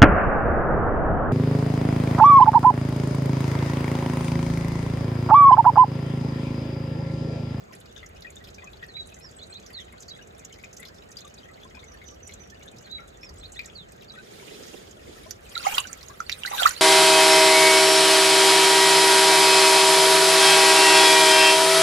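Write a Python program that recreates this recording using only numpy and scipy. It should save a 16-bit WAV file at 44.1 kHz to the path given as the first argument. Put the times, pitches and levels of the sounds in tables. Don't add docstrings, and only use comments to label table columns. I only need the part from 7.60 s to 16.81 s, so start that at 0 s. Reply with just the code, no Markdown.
import sys
import numpy as np
from scipy import signal
from scipy.fft import rfft, irfft, next_fast_len
from scipy.io import wavfile
from scipy.ndimage import uniform_filter1d, map_coordinates

SR = 44100
rng = np.random.default_rng(int(sys.argv[2]) if len(sys.argv) > 2 else 0)


def waveform_to_disk(signal):
    frames = np.transpose(np.atleast_2d(signal))
    scaled = np.clip(frames, -1, 1) * 32767
    samples = np.round(scaled).astype(np.int16)
    wavfile.write(sys.argv[1], SR, samples)


N = 406161

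# [Hz, dB]
STREAM_SHARED = [(15, -47), (30, -23), (75, -1), (200, -1.5), (285, -8), (400, -4), (720, -12), (1000, -22),
                 (1300, -15), (5600, -34), (6900, -24.5), (9500, -42), (16000, -40)]
# [Hz, dB]
STREAM_OPPOSED = [(15, -50), (25, -4.5), (157, -11), (641, 1), (962, -7.5), (2160, -13.5), (5280, -25.5),
                  (8590, -82), (16000, -66)]
# [s, dB]
AIR_PUFFS = [(.89, -57.5), (5.77, -49.5)]
# [Hz, dB]
AIR_COLOUR = [(15, -39), (45, 19.5), (90, 21.0), (160, -35), (300, -90)]

# [Hz, s]
ROCK_DECAY = [(500, 0.074), (2500, 0.1), (10000, 0.038)]
# [Hz, s]
FAR_TREE_DECAY = [(6000, .2)]
TREE_DECAY = [(3000, 0.42), (7000, 1.0)]

# [s, dB, Hz, s]
DROP_BUBBLES = [(0.3786, -45, 3530, 0.0038), (0.4294, -40, 2010, 0.0036), (0.647, -35, 1850, 0.0051),
                (0.667, -40, 2420, 0.0071), (0.696, -43, 2230, 0.0036), (0.766, -44, 3600, 0.0071),
                (0.9825, -43, 2350, 0.0049), (1.0702, -44.5, 2460, 0.0078), (1.2269, -33.5, 1824, 0.0042),
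                (1.3682, -37, 2290, 0.004), (2.3256, -45, 2120, .004), (2.591, -46, 1640, 0.0077),
                (2.928, -44, 3040, 0.0029), (2.988, -43, 2180, 0.004), (3.038, -30, 2330, 0.002),
                (3.194, -47, 1973, 0.015), (3.229, -32, 2120, 0.0019), (3.569, -38.5, 4690, 0.0062),
                (3.785, -45, 4620, 0.0054), (3.831, -48, 3125, 0.0071), (3.8868, -49, 1930, 0.0049),
                (3.976, -46, 2140, 0.0032), (4.169, -43, 2400, 0.004), (4.2315, -40.5, 2140, 0.0049),
                (4.416, -38.5, 2130, 0.0043), (4.6934, -38, 2160, 0.0028), (5.0115, -45, 2250, 0.0054),
                (5.0793, -45, 3570, 0.0044), (5.383, -39.5, 2200, 0.0069), (5.392, -43.5, 1363, 0.021),
                (5.632, -36, 2370, 0.0022), (5.992, -28.5, 2340, 0.0028), (6.576, -40, 1475, 0.014),
                (7.954, -28, 3844, 0.0067), (7.964, -29.5, 1360, 0.012), (7.978, -16, 4070, 0.0015),
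                (7.9967, -31.5, 2640, 0.0046), (8.004, -36, 1410, .012), (8.066, -25.5, 2180, 0.012),
                (8.066, -16, 750, 0.0075), (8.122, -29.5, 913, 0.015), (8.144, -23, 3150, 0.0084),
                (8.083, -29, 2950, .005), (8.111, -32, 2320, 0.0044), (8.123, -36, 2820, 0.015),
                (8.17, -31, 1410, 0.0091), (8.1801, -10.5, 1066, 0.0038), (8.1815, -10, 2796, 0.0047),
                (8.2411, -30.5, 2900, 0.0053), (8.252, -35, 1520, 0.0071), (8.295, -44.5, 1303, 0.017),
                (8.6032, -23, 1326, 0.0053), (8.696, -13, 2340, 0.001), (8.7262, -12.5, 3810, 0.0017),
                (8.835, -21, 2900, .0027), (8.85, -22.5, 1526, 0.0056), (8.86, -22, 4040, 0.0043),
                (8.9134, -23, 790, 0.0047), (8.947, -28, 3760, 0.0045), (9.016, -25, 4500, .004),
                (9.02, -22, 690, 0.0098), (9.049, -21, 654, 0.0042), (9.032, -13.5, 3220, 0.003),
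                (9.055, -20, 2540, 0.0046), (9.066, -17.5, 1820, 0.0048), (9.073, -19, 4370, .003),
                (9.078, -27, 2850, 0.0035), (9.106, -24.5, 1500, 0.0079), (9.176, -34, 3000, .006),
                (9.1641, -28, 4180, 0.0057)]
# [s, dB, Hz]
SHORT_BURSTS = [(0.1292, -41, 5300), (0.375, -42, 5730), (0.4595, -38.5, 6100), (0.619, -33.5, 4460),
                (0.7006, -39, 8000), (0.7547, -38.5, 7250), (0.883, -37, 4140), (1.04, -41, 6450),
                (1.54, -38.5, 6800), (1.709, -44, 7350), (1.937, -43.5, 6570), (1.996, -43, 6700),
                (2.0608, -35, 5550), (2.199, -42, 6750), (2.322, -42, 9000), (2.402, -37, 7540),
                (2.6706, -44, 7360), (2.791, -39, 6832), (2.846, -30, 6600), (2.923, -39.5, 6500),
                (3.0405, -38, 6300), (3.127, -37.5, 6060), (3.165, -32.5, 5830), (3.281, -36, 5000),
                (3.569, -36, 5200), (4.2391, -43, 7200), (4.478, -37.5, 6100), (4.6726, -34, 7940),
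                (4.735, -33.5, 6900), (4.898, -37, 5470), (5.0285, -41.5, 6700), (5.69, -35, 5160),
                (5.9183, -36, 7560), (6.0552, -31, 6860), (7.308, -37, 6260), (7.707, -23.5, 5700),
                (8.078, -31, 5790), (8.1386, -30.5, 6656), (8.1801, -15, 3600), (8.328, -30.5, 7040),
                (8.602, -37, 5830), (8.6944, -27, 5060), (8.7167, -25, 4430), (8.86, -28, 4700),
                (8.978, -23.5, 3000), (8.27, -36, 6200), (8.428, -36, 4740), (8.483, -37.5, 6500),
                (9.031, -32, 6850), (9.0906, -21.5, 8240), (9.06, -23.5, 6500), (9.077, -28, 7340),
                (9.107, -27, 5500), (9.135, -34, 4850), (8.2, -27, 8000), (8.151, -29, 8900),
                (0.209, -42, 3700), (3.648, -42, 7050), (3.739, -40, 6650), (4.54, -46, 5300)]
# [Hz, dB]
BURST_COLOUR = [(600, -15), (1500, 10), (4500, 3), (6900, 7.5), (8500, -0.5), (14000, 8.5), (16000, -22.5)]

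# [s, dB]
FAR_NOTES = [(4.266, -56), (4.449, -54), (4.615, -53), (4.786, -55), (4.94, -72)]
# [s, 0-1, Hz, Hz, Hz, dB, s]
NEAR_PHRASE = [(.036, .4, 4600, 4250, 3900, -47, [1.283, 5.241]),
               (.095, .24, 3550, 3960, 3850, -35, [1.338, 5.294]),
               (.092, .4, 5150, 5520, 4450, -47, [1.61, 5.61]),
               (.03, .45, 7900, 7750, 7250, -49, [1.76, 1.895, 5.78, 5.917]),
               (.012, .5, 3900, 4150, 4450, -47, [1.789, 1.922, 5.809, 5.944]),
               (.044, .8, 3340, 4060, 4700, -38.5, [1.801, 1.934, 5.821, 5.956]),
               (.045, .55, 7340, 5660, 5190, -55, [2.05, 6.053]),
               (.104, .25, 4800, 4130, 2950, -37.5, [2.13, 6.146]),
               (.018, .7, 4250, 4800, 5200, -44, [2.481, 6.478]),
               (.036, .3, 5200, 3900, 3900, -40, [2.494, 6.491]),
               (.028, .6, 3280, 3400, 4020, -42, [2.532, 6.529])]
# [Hz, dB]
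THROAT_COLOUR = [(2500, -12), (3200, -8), (4000, 1.5), (5500, -1.5), (8000, 4)]

# [s, s, dB]
SLEEVE_STROKES = [(6.58, 0.8, -49.5), (7.348, 0.44, -53.5)]
# [Hz, dB]
CLOTH_COLOUR = [(130, -16), (220, -3.5), (293, -5), (398, 3), (941, -19), (3240, -12), (6890, -17),
                (14600, -28), (16000, -42)]

# [Hz, dB]
SPRAY_COLOUR = [(240, -31), (400, -28), (730, -17.5), (1490, -11), (2250, -6.5), (13700, -19), (16000, -24)]
# [s, s, dB]
HANDFULS = [(8.096, 0.089, -33.5), (9.023, 0.055, -28)]
# [s, dB, Hz, s]
HAND_KNOCKS = [(7.478, -34, 417, 0.005), (7.4945, -33.5, 378, 0.005)]
# [s, s, Hz, Hz, dB]
SLIDING_POCKETS = [(8.047, 0.024, 964, 1410, -27.5), (8.866, 0.023, 1664, 2330, -29.5),
                   (8.924, 0.0345, 1307, 696, -28), (8.978, 0.068, 1650, 1200, -26)]
# [s, dB, Hz, s]
BIG_POCKET = [(9.05, -3.5, 1234, 0.0353)]

SPRING_AT, HAND_AT = (3.4, -0.565), (-3.5, 0.56)
HAND_IN_S = 7.6
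IMPACT_DB, HAND_IMPACT_DB = 1.5, -6.5
TOP_HZ = 15600


def amp(db):
    return 10 ** (np.asarray(db) / 20)


def unit(x):
    return x / np.sqrt(np.mean(x ** 2) + 1e-20)


def along(points, hz):
    f, v = np.transpose(points)
    return np.interp(np.log(hz + 1), np.log(f + 1), v)


def wobble(rate):
    knots = rng.standard_normal(int(N * rate / SR) + 4)
    return map_coordinates(knots, [np.arange(N) * rate / SR])


def filtered(x, response):
    m = next_fast_len(N + SR // 2)
    return irfft(rfft(x, m) * response(np.fft.rfftfreq(m, 1 / SR)), m)[..., :N]


def hiss(colour, patchy_db):
    z = signal.stft(rng.standard_normal(N), nperseg=256)[2]
    field = uniform_filter1d(rng.standard_normal(z.shape), 4, 0)
    field = uniform_filter1d(field, 6, 1)
    patchy = signal.istft(z * amp(patchy_db * unit(field)), nperseg=256)[1][:N]
    return unit(filtered(patchy, lambda hz: amp(along(colour, hz))))


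def placed(x, pan_db, lag_ms):
    side = np.array([[.5], [-.5]])
    return filtered(amp(side * pan_db) * x, lambda hz: np.exp(-2j * np.pi * hz * side * lag_ms / 1000))


def ports(s, pan_db, lag_ms, wave, size):
    first = np.round(s * SR).astype(int) + np.arange(size) - 32
    out = []
    for side in (.5, -.5):
        t = np.maximum(first / SR - s - side * lag_ms / 1000, 0)
        samples = amp(side * pan_db) * wave(t)
        out.append(np.bincount(np.clip(first, 0, N).ravel(), samples.ravel(), N + 1)[:N])
    return np.array(out)


def echoes(x, decay, seconds):
    hz, t, z = signal.stft(rng.standard_normal((2, int(seconds * SR))), SR, nperseg=128)
    fall = amp(-60 * t / along(decay, hz)[:, None])
    tail = signal.istft(z * fall, SR, nperseg=128)[1]
    return signal.fftconvolve(x, tail / np.linalg.norm(tail[0]), axes=1)[:, :N]


def seated(rows, place, scatter_db):
    pan_db = place[0] + scatter_db * rng.standard_normal((len(rows), 1))
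    return np.hstack([rows, pan_db, place[1] + 0 * pan_db])


def bubbles(rows, rise, soft, size):
    s, db, hz, life, pan_db, lag_ms = np.transpose(rows)[:, :, None]

    def wave(t):
        age = t / (0.29 * life)
        swell = (age * np.exp(1 - age)) ** soft
        bend = 1 + rise * (np.minimum(age, 6) / 2 - 1)
        return amp(db) * swell * np.sin(2 * np.pi * hz * t * bend)

    return ports(s, pan_db, lag_ms, wave, size)


def bursts(s, db, pan_db, fade, centre_hz, swell):
    octaves = np.log2((np.fft.rfftfreq(1600, 1 / SR) + 1) / centre_hz[:, None])
    band = amp(-np.minimum(60 * octaves ** 2, 21))
    crack = irfft(rfft(rng.standard_normal((len(s), 1600))) * band)

    def wave(t):
        envelope = (1 - np.exp(-t / swell)) ** 3 * np.exp(-t / fade[:, None])
        return amp(db)[:, None] * envelope * crack

    puffs = ports(s[:, None], pan_db[:, None], 0, wave, size=1600)
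    return filtered(puffs, lambda hz: amp(along(BURST_COLOUR, hz)))


def ticking(rows, rise, soft, size, impact_db=IMPACT_DB):
    s, db, hz, pan_db = rows[:, 0], rows[:, 1], rows[:, 2], rows[:, 4]
    ticks = bursts(s, db + impact_db, pan_db, 0.0018 + 0 * s, 1.68 * hz, swell=0.00078)
    return bubbles(rows, rise, soft, size) + ticks


def shower(count, start, pitch_hz, spread, cycles, db, step_db, pan_db, lag_ms):
    u, g = rng.random((count, 3)), rng.standard_normal((count, 3))
    s = start + u[:, 0] * (N / SR - start)
    hz = np.clip(pitch_hz * np.exp(spread * g[:, 0]), 500, 12000)
    level_db = db - step_db * np.log(np.maximum(u[:, 1], .06))
    life = cycles * np.exp(.5 * g[:, 1]) / hz
    return np.transpose([s, level_db, hz, life, pan_db + 4 * g[:, 2], lag_ms + 0.15 * (u[:, 2] - .5)])


def drops(near, place, scatter_db, pan_db, soft):
    listed = [row for row in DROP_BUBBLES if (row[0] > HAND_IN_S) == near]
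    rows = seated(listed, place, scatter_db)
    s, db, hz = np.transpose([row for row in SHORT_BURSTS if (row[0] > HAND_IN_S) == near])
    crest_db = 10.5
    churn = amp(2.5 * wobble(260))
    impact_db = HAND_IMPACT_DB if near else IMPACT_DB
    rings = churn * ticking(rows, rise=0.014, soft=soft, size=2600, impact_db=impact_db)
    swell = 0.001 if near else 0.0025
    return rings + bursts(s, db + crest_db, pan_db + 0 * s, 0.0031 + 0 * s, hz, swell)


def stream():
    mid = amp(-53.0) * hiss(STREAM_SHARED, patchy_db=1.5)
    side = amp(-52.5) * hiss(STREAM_OPPOSED, patchy_db=1.5)
    t, puff_s = np.arange(N) / SR, 0.077
    puffs = sum(amp(db) * np.exp(-((t - s) / puff_s) ** 2) for s, db in AIR_PUFFS)
    calm = amp(-60 + 3.5 * wobble(2.22))
    air = (puffs + calm) * hiss(AIR_COLOUR, patchy_db=-0.5)
    return amp([[-.7], [.7]]) * np.array([mid + side, mid - side]) + air


def patter(count, clumps):
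    u, g = rng.random((count, 3)), rng.standard_normal((count, 3))
    clump = (u[:, 0] * clumps).astype(int)
    clump_at = (clump + rng.random(clumps)[clump]) / clumps * N / SR
    s = np.abs(clump_at + .014 * g[:, 0])
    clump_db = -55 + 3 * rng.standard_normal(clumps)[clump]
    level_db = clump_db - 5.24 * np.log(np.maximum(u[:, 1], .04))
    clump_log_pitch = 0.37 * rng.standard_normal(clumps)[clump]
    centre_hz = np.minimum(5000 * np.exp(clump_log_pitch + 0.19 * g[:, 2]), 9000)
    return bursts(s, level_db, -1 + 3 * g[:, 1], 0.0015 + 0.0041 * u[:, 2], centre_hz, swell=0.0016)


def trickle():
    small = shower(count=1300, start=0, pitch_hz=3000, spread=0.5046, cycles=6.75,
                   db=-62.5, step_db=4.5, pan_db=2.0, lag_ms=-0.548)
    single = drops(False, SPRING_AT, scatter_db=-1.0, pan_db=-1.5, soft=0.62)
    unrest = amp(3.6 * wobble(200) + 2.5 * wobble(12))
    fizz = unrest * ticking(small, rise=0.018, soft=0.42, size=1000)
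    gushes = amp(4 * wobble(7.1))
    water = single + fizz + gushes * patter(count=1000, clumps=260)
    return water + echoes(water, ROCK_DECAY, seconds=0.26)


def far_bird():
    song = np.zeros(N)
    note_hz, note_s, sag = 6150, 0.11, .085
    u = np.arange(0, note_s, 1 / SR) / note_s
    phase = 2 * np.pi * note_hz * np.cumsum(1 - sag * u) / SR
    note = np.sin(np.pi * np.sqrt(u)) ** 1.9 * np.sin(phase)
    for s, db in FAR_NOTES:
        song[round(s * SR):][:len(u)] = amp(db) * note
    return song


def near_bird():
    song = np.zeros(N)
    away_s, away_db_s = 5.06, -3
    for length, turn, first_hz, turn_hz, last_hz, db, starts in NEAR_PHRASE:
        u = np.arange(0, length, 1 / SR) / length
        bent_hz = np.interp(u, [0, np.clip(turn, 0, 1), 1], [first_hz, turn_hz, last_hz])
        hz = uniform_filter1d(bent_hz, size=len(u) // 5, mode="nearest")
        tone = np.sin(np.pi * u ** 1.02) ** 0.58 * np.sin(2 * np.pi * np.cumsum(hz) / SR)
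        for s in starts:
            song[round(s * SR):][:len(u)] += amp(db + away_db_s * max(s - away_s, 0)) * tone
    return filtered(song, lambda hz: amp(along(THROAT_COLOUR, hz)))


def birds():
    flutter_db = wobble(140)
    far = amp(5.2 * flutter_db) * placed(far_bird(), pan_db=-8.0, lag_ms=0)
    far = far + amp(-6) * echoes(far, FAR_TREE_DECAY, seconds=.4)
    near = amp(2.9 * flutter_db) * placed(near_bird(), pan_db=-4.0, lag_ms=-0.193)
    both = near + far
    trees = amp(-17.0) * echoes(both, TREE_DECAY, seconds=0.65)
    return both + trees + amp(-5) * echoes(both, ROCK_DECAY, seconds=.3)


def sleeve():
    near = placed(hiss(CLOTH_COLOUR, patchy_db=3.5), pan_db=-8.5, lag_ms=0.583)
    wide = np.array([hiss(CLOTH_COLOUR, patchy_db=0.5), hiss(CLOTH_COLOUR, patchy_db=-6.5)])
    t, stroke = np.arange(N) / SR, 0
    for s, length, db in SLEEVE_STROKES:
        stroke = stroke + amp(db) * np.sin(np.pi * np.clip((t - s) / length, 0, 1)) ** 0.75
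    return stroke * (near + amp(1.5) * wide)


def slides():
    s, length, first_hz, last_hz, db = np.transpose(SLIDING_POCKETS)[:, :, None]

    def wave(t):
        u = np.minimum(t / length, 1)
        mean_hz = first_hz + (last_hz - first_hz) * u / 2
        return amp(db) * np.sin(np.pi * u ** 0.75) * np.sin(2 * np.pi * t * mean_hz)

    return amp(3 * wobble(300)) * ports(s, *HAND_AT, wave, size=2800)


def surge():
    rise_db_s, fall_db_s, drain_db, drain_db_s = 94.5, 406, -12.5, 24
    t, gain = np.arange(N) / SR, 0
    for s, hold, db in HANDFULS:
        after = np.maximum(t - s - hold, 0)
        rest = amp(-fall_db_s * after) + amp(drain_db - drain_db_s * after)
        gain = gain + amp(db - rise_db_s * np.maximum(s - t, 0)) * rest
    return gain


def splash():
    rows = shower(count=5000, start=7.75, pitch_hz=1496, spread=0.648, cycles=3.65,
                  db=-19.5, step_db=2.5, pan_db=-2, lag_ms=0.67)
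    gurgle = bubbles(rows, rise=0.066, soft=0.58, size=900)
    near = placed(hiss(SPRAY_COLOUR, patchy_db=9.5), pan_db=-8.0, lag_ms=0.553)
    wide = np.array([hiss(SPRAY_COLOUR, patchy_db=9), hiss(SPRAY_COLOUR, patchy_db=7.5)])
    flow = surge() * (gurgle + amp(-6.0) * near + amp(-5.0) * wide)
    single = drops(True, HAND_AT, scatter_db=2, pan_db=-8, soft=1.06)
    knocks = bubbles(seated(HAND_KNOCKS, HAND_AT, 0), rise=0.0093, soft=0.92, size=900)
    water = single + flow + slides() + knocks
    gulp = bubbles(seated(BIG_POCKET, HAND_AT, 0), rise=0.28, soft=10, size=2600)
    return water + gulp + amp(-6) * echoes(water + amp(-3) * gulp, ROCK_DECAY, seconds=0.27)


def scene():
    return stream() + trickle() + birds() + sleeve() + splash()


def record(dry):
    rounded = dry / (1 + np.abs(dry / .9) ** 4) ** (1 / 4)
    return filtered(rounded, lambda hz: 1 / (1 + (hz / TOP_HZ) ** 120))


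dry = scene()
out = record(dry)
waveform_to_disk(out)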